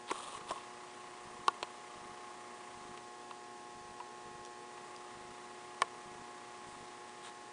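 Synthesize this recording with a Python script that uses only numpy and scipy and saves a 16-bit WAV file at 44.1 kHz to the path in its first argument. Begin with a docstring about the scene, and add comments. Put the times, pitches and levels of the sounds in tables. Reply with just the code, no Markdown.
"""Clicks on a camera beside an indoor tub

A young alligator, itself silent here, holds its prey in the tub; a small hand-held camera listens close by.
Steady harmonics make the mains hum of the tank equipment, blurred tones a distant fan, coloured noise the hiss.
Sharp, dry clicks ring damped modes of the plastic case, with close echoes; fingers rub on it in tiny slips.
The zoom motor whirrs briefly as fluttering noise with rattling taps; the focus drive purrs as throbbing noise
and knocks in faint pulses. A few bright ticks are short noise edges with one narrow ring."""
import sys
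import numpy as np
from scipy import signal
from scipy.fft import rfft, irfft
from scipy.io import wavfile

SR = 44100
rng = np.random.default_rng(int(sys.argv[2]) if len(sys.argv) > 2 else 0)


def to_wav(s):
    """Save 16-bit WAV."""
    ch = np.atleast_2d(s).T  # columns
    pcm = np.round(np.clip(ch, -1, 1) * 32767)  # PCM
    wavfile.write(sys.argv[1], SR, pcm.astype(np.int16))


N = 331632
# time kept free ahead of each contact, so that its treble can run ahead (s)
LEAD_S = 0.002


def amp(db):
    """Decibels to gain."""
    return 10 ** (np.asarray(db) / 20)


def unit(x):
    """Scales to rms 1."""
    return x / np.sqrt(np.mean(x ** 2) + 1e-20)


def read(points, hz):
    """Reads a spectrum on a log-frequency axis."""
    f, value = np.transpose(points)
    return np.interp(np.log(hz + 1), np.log(f + 1), value)


def noise(spectrum, size=N):
    """Noise of rms 1 with the given colour."""
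    gain = amp(read(spectrum, np.fft.rfftfreq(size, 1 / SR)))
    return unit(irfft(rfft(rng.standard_normal(size)) * gain, size))


def colour(points, size=8192):
    """Causal (minimum-phase) response with the given (Hz, dB) shape."""
    log_gain = np.log(amp(read(points, abs(np.fft.fftfreq(size, 1 / SR)))))
    spectrum = np.exp(np.conj(signal.hilbert(log_gain)))
    return np.fft.ifft(spectrum).real[:size // 4]


def drift(rate_hz):
    """Slow random wander of rms 1, mostly below rate_hz."""
    lowpass = 1 / (1 + (np.fft.rfftfreq(N, 1 / SR) / rate_hz) ** 4)
    return unit(irfft(rfft(rng.standard_normal(N)) * lowpass, N))


def bump(at_s, width_s):
    """A smooth hump of height 1 in time."""
    return np.exp(-((np.arange(N) / SR - at_s) / width_s) ** 2)


def add(mix, s, sound):
    """Mixes a sound in at time s."""
    part = mix[max(round(s * SR), 0):][:len(sound)]
    part += sound[:len(part)]


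def ping(t, hz, t60):
    """One dying mode: a sine that falls by 60 dB in t60 seconds."""
    return np.sin(2 * np.pi * hz * t) / 1000 ** (t / t60)


def running(start, stop, rise_s, coast_s):
    """Gain of a motor that spins up and, from its stop time, coasts to rest."""
    t = np.arange(N) / SR
    spin_up = np.clip((t - start) / rise_s, 0, 1)
    return spin_up * np.exp(-np.maximum(t - stop, 0) / coast_s)


def air():
    """A steady bed of room air and microphone hiss: coloured noise."""
    # colour of the hiss: pitch_hz, relative_db
    hiss_colour = [(20, -19.5), (60, -10), (100, -7.5), (150, -1.5), (230, 1), (420, 4.5), (600, 0),
                   (850, 1), (1050, -0.5), (1500, -3), (2100, -6), (3000, -6.5), (5500, -9), (8500, -10),
                   (10000, -13)]
    return amp(-55.5) * noise(hiss_colour)  # dB rms


def hum(waver_db=1.0):
    """Mains hum: harmonics of twice the mains frequency, each swaying slightly in level."""
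    # harmonics of the hum: multiple of hum_hz, level_db (rms, before the sway)
    harmonics = [(1, -79.5), (2, -70.5), (3, -60.5), (4, -73.5), (5, -79), (6, -62), (7, -58), (8, -69),
                 (9, -59), (10, -78), (12, -77.5), (13, -82), (14, -69.5), (15, -70.5), (16, -70.5),
                 (17, -83.5), (18, -81.5), (20, -81), (21, -76.5), (22, -81.5)]
    hum_hz = 120.07
    t = np.arange(N) / SR
    out = np.zeros(N)
    for multiple, level_db in harmonics:
        tone = np.sin(2 * np.pi * (round(multiple) * hum_hz * t + rng.random()))
        out += np.sqrt(2) * amp(level_db + waver_db * drift(0.48)) * tone
    return out


def fan(width_hz=9):
    """A distant fan: tones blurred by random wavering, with one slow swell."""
    # blurred tones of the fan: pitch_hz, relative_db
    fan_tones = [(425, -2), (478, -2.5)]
    steady_db, swell_at_s, swell_s, swell_db = -70.5, 4.45, 0.4, 8
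    turn = 2 * np.pi * np.arange(N) / SR
    tones = np.zeros(N)
    for hz, db in fan_tones:
        tones += amp(db) * (drift(width_hz) * np.cos(hz * turn) + drift(width_hz) * np.sin(hz * turn))
    return amp(steady_db + swell_db * bump(swell_at_s, swell_s)) * unit(tones)


def focus(step_db=4):
    """The focus drive nudges the lens thirty times a second: noise that throbs in level, never fully idle."""
    # runs of the focus drive: start_s, stop_s, level_db (rms at full drive), coast_s
    focus_runs = [(.3, 2.98, -56.5, 0.038), (4.66, 6.86, -57.5, 0.93)]
    # colour of the purr: pitch_hz, relative_db
    purr_colour = [(100, -23), (430, -17.5), (650, -3), (850, -19), (1000, 2.5), (1170, 2.5), (1350, -8.5),
                   (1700, -17), (2100, -4.5), (2400, -15.5), (2800, -11.5), (4500, -23), (10000, -21.5)]
    purr_hz, rise_s, idle_db = 29.97, 0.065, -66
    t = np.arange(N) / SR
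    effort = amp(idle_db)
    for start, stop, db, coast_s in focus_runs:
        effort = np.maximum(effort, amp(db) * running(start, stop, rise_s, coast_s))
    nudges = amp(step_db * np.sin(2 * np.pi * purr_hz * t))
    return effort * unit(noise(purr_colour) * nudges)


def hunts(knock_db=-49.5, knock_width_s=0.00058, count=4):
    """The lens hunts for focus: dull knocks that grow firmer, each step a push and then an opposite brake."""
    # moments when the lens starts to hunt: start_s
    hunt_starts = [.356, 1.254, 1.957, 2.754, 3.754, 4.255, 5.153, 6.057, 6.668]
    step_s, brake_s, brake_share, growth_db = 0.04, 0.002, 0.47, 1.5
    length = count * step_s
    # one step out, four even steps back and one out again: delay in s, direction
    steps = [(0.0031, 1)]
    steps += [((k + 0.5) * step_s, -1) for k in range(count)]
    steps += [(length, 1)]
    pushes = np.zeros(N)
    for start in hunt_starts:
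        for delay, direction in steps:
            force = direction * amp([growth_db * (delay / length) ** 2])
            add(pushes, start + delay, force)
            add(pushes, start + delay + brake_s, -brake_share * force)
    knock = signal.windows.gaussian(SR // 50, knock_width_s * SR)
    return amp(knock_db) * signal.fftconvolve(pushes, knock, "same")


def rattle():
    """Loose teeth in the zoom gears: uneven little taps, each ringing at its own pitch."""
    # kinds of tap: pitch_hz (middle), taps_per_s, level_db (strongest tap, relative), t60_s
    tap_kinds = [(570, 17, 0, 0.03), (1090, 26, 8, 0.026), (2000, 40, -2, 0.0073), (3480, 110, 0, 0.0068)]
    pitch_spread, range_db = 0.11, 23
    t = np.arange(SR // 40) / SR
    out = np.zeros(N)
    for hz, per_s, db, t60 in tap_kinds:
        # candidate taps, kept by chance to reach the rate
        for when, detune, weakness, chance in rng.random((N // 200, 4)):
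            if chance < per_s * 200 / SR:
                tap_hz = hz * (1 + pitch_spread * (2 * detune - 1))
                add(out, when * N / SR, amp(db - range_db * weakness) * ping(t, tap_hz, t60))
    return out


def zoom(gear_hz=140, gear_db=3, flutter_db=1.5, whirr_db=-0.3):
    """A small geared motor: a whirr that flutters as the teeth mesh, while loose teeth tap the case."""
    # runs of the zoom motor: start_s, stop_s, level_db (drive gain), coast_s
    zoom_runs = [(0.08, 0.376, -47, 0.015), (0.468, 0.47, -44, 0.075)]
    # colour of the whirr: pitch_hz, relative_db
    whirr_colour = [(150, -19), (430, -12), (560, 4), (680, -5.5), (950, 1.5), (1140, 10.5), (1400, -11),
                    (2200, -12), (2750, -4), (3700, -5.5), (4700, -14.5), (7400, -12), (8700, -6),
                    (10000, -9)]
    spin_up_s = 0.027
    mesh_hz = gear_hz * (1 + 0.119 * drift(11.1))
    mesh = np.sin(2 * np.pi * np.cumsum(mesh_hz) / SR)
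    flutter = amp(gear_db * mesh + flutter_db * drift(60))
    whirr = amp(whirr_db) * unit(noise(whirr_colour) * flutter)
    effort = sum(amp(db) * running(start, stop, spin_up_s, coast_s) for start, stop, db, coast_s in zoom_runs)
    return effort * (whirr + rattle())


def rubs(grains_per_s=2600, spread_db=5.0, scrape_db=2):
    """Fingers shift on the case: a swell of tiny uneven slips, each a short coloured grain."""
    # rubs: middle_s, half_length_s, level_db (rms at the middle),
    # clatter_db (near 2 kHz, relative), hiss_db (near 8 kHz, relative)
    finger_rubs = [(0.092, 0.015, -48.5, -3, -10), (0.25, 0.014, -57, -8, -7),
                   (0.307, 0.019, -55.5, -6, -5), (0.364, 0.012, -61, 0, 2), (0.497, 0.01, -45.5, -6, -8),
                   (0.516, 0.0071, -52, -3, 4), (0.613, 0.034, -58, 2, -17), (6.72, 0.094, -62.5, -10, 3),
                   (6.898, 0.04, -61, -6, -12), (7.093, 0.012, -59, -10, -2), (7.252, 0.021, -51.5, -2, -2),
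                   (7.28, 0.023, -53, -2, -5)]
    out = np.zeros(N)
    for s, width_s, db, clatter_db, hiss_db in finger_rubs:
        size = amp(spread_db * np.minimum(rng.exponential(1, N), 3)) * rng.choice([-1, 1], N)
        slips = size * (rng.random(N) < grains_per_s / SR)
        grain = colour([(100, -27), (450, -4), (750, -1), (1200, 4), (1600, clatter_db + 1),
                        (2600, clatter_db), (3700, scrape_db), (4700, -8), (6500, hiss_db - 6.5),
                        (9000, hiss_db), (12000, -32)], size=2048)
        out += amp(db) * bump(s, width_s) * unit(signal.oaconvolve(slips, grain)[:N])
    return out


def ticks(edge_db=2, edge_s=0.00054):
    """Tiny crisp ticks: a wide bright edge, then a few milliseconds of one narrow ring."""
    # faint bright ticks: start_s, pitch_hz, level_db (of the ring), t60_s
    bright_ticks = [(2.9745, 7940, -50, 0.012), (4.4505, 5750, -45, 0.0076), (4.4605, 5750, -52, 0.016),
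                    (4.9627, 3400, -48, 0.0091), (4.9636, 4730, -50, 0.028), (6.883, 3760, -56, 0.02)]
    t = np.arange(SR // 25) / SR
    swell = t / edge_s * np.exp(1 - t / edge_s)
    out = np.zeros(N)
    for s, hz, db, ring_t60 in bright_ticks:
        edge = noise([(1500, -25), (3200, 3), (10000, -2)], size=len(t)) * swell
        add(out, s, amp(db) * (amp(edge_db) * edge + ping(t, hz, ring_t60)))
    return out


def burst(t, length_s):
    """A brief swell of rubbing noise, of energy 1, from the moment of contact."""
    age = np.maximum(t - LEAD_S, 0)
    rub = rng.standard_normal(len(t)) * age * np.exp(-2 * age / length_s)
    return rub / np.linalg.norm(rub)


def blow(t):
    """The force of one contact: a push whose treble arrives first, and a short bright crunch as surfaces meet."""
    ahead_s_per_octave, crunch_hz, crunch_s, crunch_db = 0.000229, 2400, 0.0017, -10.5
    hz = np.fft.rfftfreq(len(t), 1 / SR)
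    delay = LEAD_S - ahead_s_per_octave * np.log2(np.maximum(hz / 1500, 1))
    # summing the delay over frequency gives the phase
    push = irfft(np.exp(-2j * np.pi * np.cumsum(delay) * hz[1]), len(t))
    highpass = signal.butter(2, crunch_hz, "high", fs=SR, output="sos")
    crunch = signal.sosfilt(highpass, burst(t, crunch_s))
    return push + amp(crunch_db) * crunch


def disperse(x, lag_s):
    """Bending waves: the treble arrives first; 1 kHz lags by lag_s."""
    hz = np.fft.rfftfreq(2 * len(x), 1 / SR)
    phase = np.exp(-4j * np.pi * lag_s * np.sqrt(1000 * hz))
    return irfft(rfft(x, 2 * len(x)) * phase)[:len(x)]


def case_ring(t, pitch, length, lag_s=0.00023, grit_db=-30, grit_t60=0.016):
    """The plastic case after one blow: damped modes, dispersed, over a little grit."""
    # modes of the case: pitch_hz and t60_s (each before the click's own factor), relative level_db between them
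    case_modes = [(366, -32, 0.11), (397, -18.5, 0.03), (477, -17, 0.046), (701, -25.5, 0.14),
                  (863, -16.5, 0.027), (1020, -16, 0.017), (1094, 0.8, 0.025), (1323, -21, 0.031),
                  (1392, -18.5, 0.052), (1734, -18, 0.027), (2220, -20.5, 0.016), (2617, -16, 0.019),
                  (2960, -10.5, 0.0083), (3920, -15, 0.0022), (4820, -24.5, 0.013), (6050, -21.5, 0.0024),
                  (8950, -7, 0.0031)]
    rings = sum(amp(db) * ping(t, hz * pitch, t60 * length) for hz, db, t60 in case_modes)
    # the crowded upper modes blur into a few milliseconds of grit
    grit = noise([(900, -18), (2200, 0), (3800, 7), (4600, 1), (9500, -12)], size=len(t))
    return disperse(rings, lag_s) + grit * amp(grit_db) / 1000 ** (t / grit_t60)


def clicks(tail_db=-34, tail_t60=0.22):
    """A blow and a brief scrape ring the case, leaving close echoes and a faint scattered tail."""
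    # clicks; the spot that is struck sets the colour, tunes and damps the case, pings by itself and mutes a mode:
    # start_s, level_db (gain), thud_db (near 400 Hz), body_db (near 650 Hz), clatter_db (near 2 kHz),
    # snap_db (near 3.5 kHz), tick_db (near 7 kHz), scrape_db (against the blow), pitch (factor),
    # length (ring factor), ping_hz, ping_db (gain), muted_hz
    struck_spots = [(0.1025, -41, -2, 0, 11, 9, -6, 4, 0.92, 0.72, 3950, -40, 750),
                    (0.1115, -34, 10, 7.5, 16, 1, 11, 2.5, 1.04, 0.79, 2510, -33, 1030),
                    (0.1149, -25.5, 10.5, -3, -8, -9, 13, -7, 0.98, 0.49, 1480, -27, 696),
                    (0.162, -49, 2, 0, 11, 5, 0, 2, 1, 0.8, 2650, -48, 1100),
                    (0.2, -43, -4, -8, -6, -6, -8, -3, 1.1, 1.5, 3320, -57, 750),
                    (0.234, -47, -8, -6, -6, -1, -6, -6, 0.93, 1.3, 3700, -52, 1500),
                    (0.278, -49, -2, -9, -5, 3, -6, -2, 1, 1.3, 560, -45, 1490),
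                    (0.348, -41, -2, -3, -4, 1, -2, -1, 0.98, 1.4, 3100, -54, 1500),
                    (0.41, -42.5, -5, -3, -1, 1, -2, 1, 1.12, 1.1, 2900, -50, 1700),
                    (0.508, -36.5, 4, 9, 6, 1, -2, -1, 0.85, 0.67, 1830, -36, 2620),
                    (0.5111, -34.5, -7, 13, -6, 11, 2, -14, 0.94, 0.61, 5250, -33, 2600),
                    (0.5169, -30, -7, -3, -16, -13, -18, -6, 0.99, 1.7, 1140, -33, 1380),
                    (0.559, -45, -6, -4, -6, 0, -8, 4, 1, 2, 2700, -52, 1600),
                    (0.578, -40, -6, -7, -2, -1, -8, -2, 1.02, 1.4, 2700, -52, 1400),
                    (1.4816, -14, -3.5, -9, -6, 0, 4.5, -16, 1.02, 0.95, 3860, -26.5, 1660),
                    (1.629, -26.5, 2, -1.5, 0.5, 18, 6, -3.5, 0.86, 0.49, 2770, -26.5, 5000),
                    (1.6349, -44, 12, -5, -4, 9, -2, -5, 0.9, 1.4, 2770, -45, 1400),
                    (2.976, -52.5, -5, 1, 25, 7, 8, 3, 1.04, 0.8, 3130, -50, 2200),
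                    (3.311, -37, -15, -5, -3, 5, 1, -5, 0.99, 1.04, 2750, -42, 1800),
                    (4.002, -37, -7, -26, -2, -4, -13, -3.5, 0.91, 1.3, 2800, -56, 1600),
                    (4.778, -54, -5, 0, 18, 8, -4, 2, 1.05, 1, 2300, -55, 1100),
                    (5.8198, -18, -8, 1, 11, 8, 12, -12, 0.992, 0.9, 2275, -20, 2680),
                    (5.8298, -40, 6, 9, 0, -4, -14, -3, 1, 1.1, 2860, -53, 1500)]
    # early echoes from the tub: delay_s, level_db (below the click)
    tub_echoes = [(0.0061, -27.5), (0.0092, -42)]
    scrape_s, ping_t60_s, muted_q, echo_dull_hz = 0.0033, 0.0089, 6.9, 2200  # ping_t60_s before the length factor
    t = np.arange(SR // 8) / SR
    out = np.zeros(N)
    for (s, db, thud_db, body_db, clatter_db, snap_db, tick_db, scrape_db,
         pitch, length, ping_hz, ping_db, muted_hz) in struck_spots:
        force = blow(t) + amp(scrape_db) * burst(t, scrape_s)
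        scatter = noise([(150, -9), (400, 11), (1100, 30), (1600, 0), (2800, -6), (6000, -9)], size=len(t))
        response = case_ring(t, pitch, length) + scatter * amp(tail_db - 60 * t / tail_t60)
        # taking away a narrow band mutes the mode
        response = response - signal.lfilter(*signal.iirpeak(muted_hz, muted_q, fs=SR), response)
        # the hardness of the contact colours the blow; so small a body gives off no bass
        contact = colour([(30, -54), (120, -20.5), (240, thud_db - 23.0), (380, thud_db), (640, body_db),
                          (900, 2.0), (1420, 0.5), (2000, clatter_db), (3500, snap_db),
                          (7000, tick_db), (10000, tick_db - 12.0)])
        response = amp(db) * signal.fftconvolve(response, contact)[:len(t)]
        response += amp(ping_db) * ping(t, ping_hz, ping_t60_s * length)
        click = signal.fftconvolve(force, response)
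        add(out, s - LEAD_S, click)
        echo = signal.lfilter(*signal.butter(2, echo_dull_hz, fs=SR), click)
        for delay, echo_db in tub_echoes:
            add(out, s - LEAD_S + delay, amp(echo_db) * echo)
    return out


def scene():
    """Everything reaches one microphone, the same in both ears."""
    background = hum() + air() + fan()
    motors = focus() + hunts() + zoom()
    contacts = rubs() + ticks() + clicks()
    mono = background + motors + contacts
    return np.array([mono, mono])


def record(dry):
    """The recorder's band limit: a steep lowpass."""
    edge_hz = 10080
    lowpass = signal.firwin(601, edge_hz, window=("kaiser", 8), fs=SR)
    return signal.oaconvolve(dry, lowpass[None], "same", axes=1)


dry = scene()
out = record(dry)
to_wav(out)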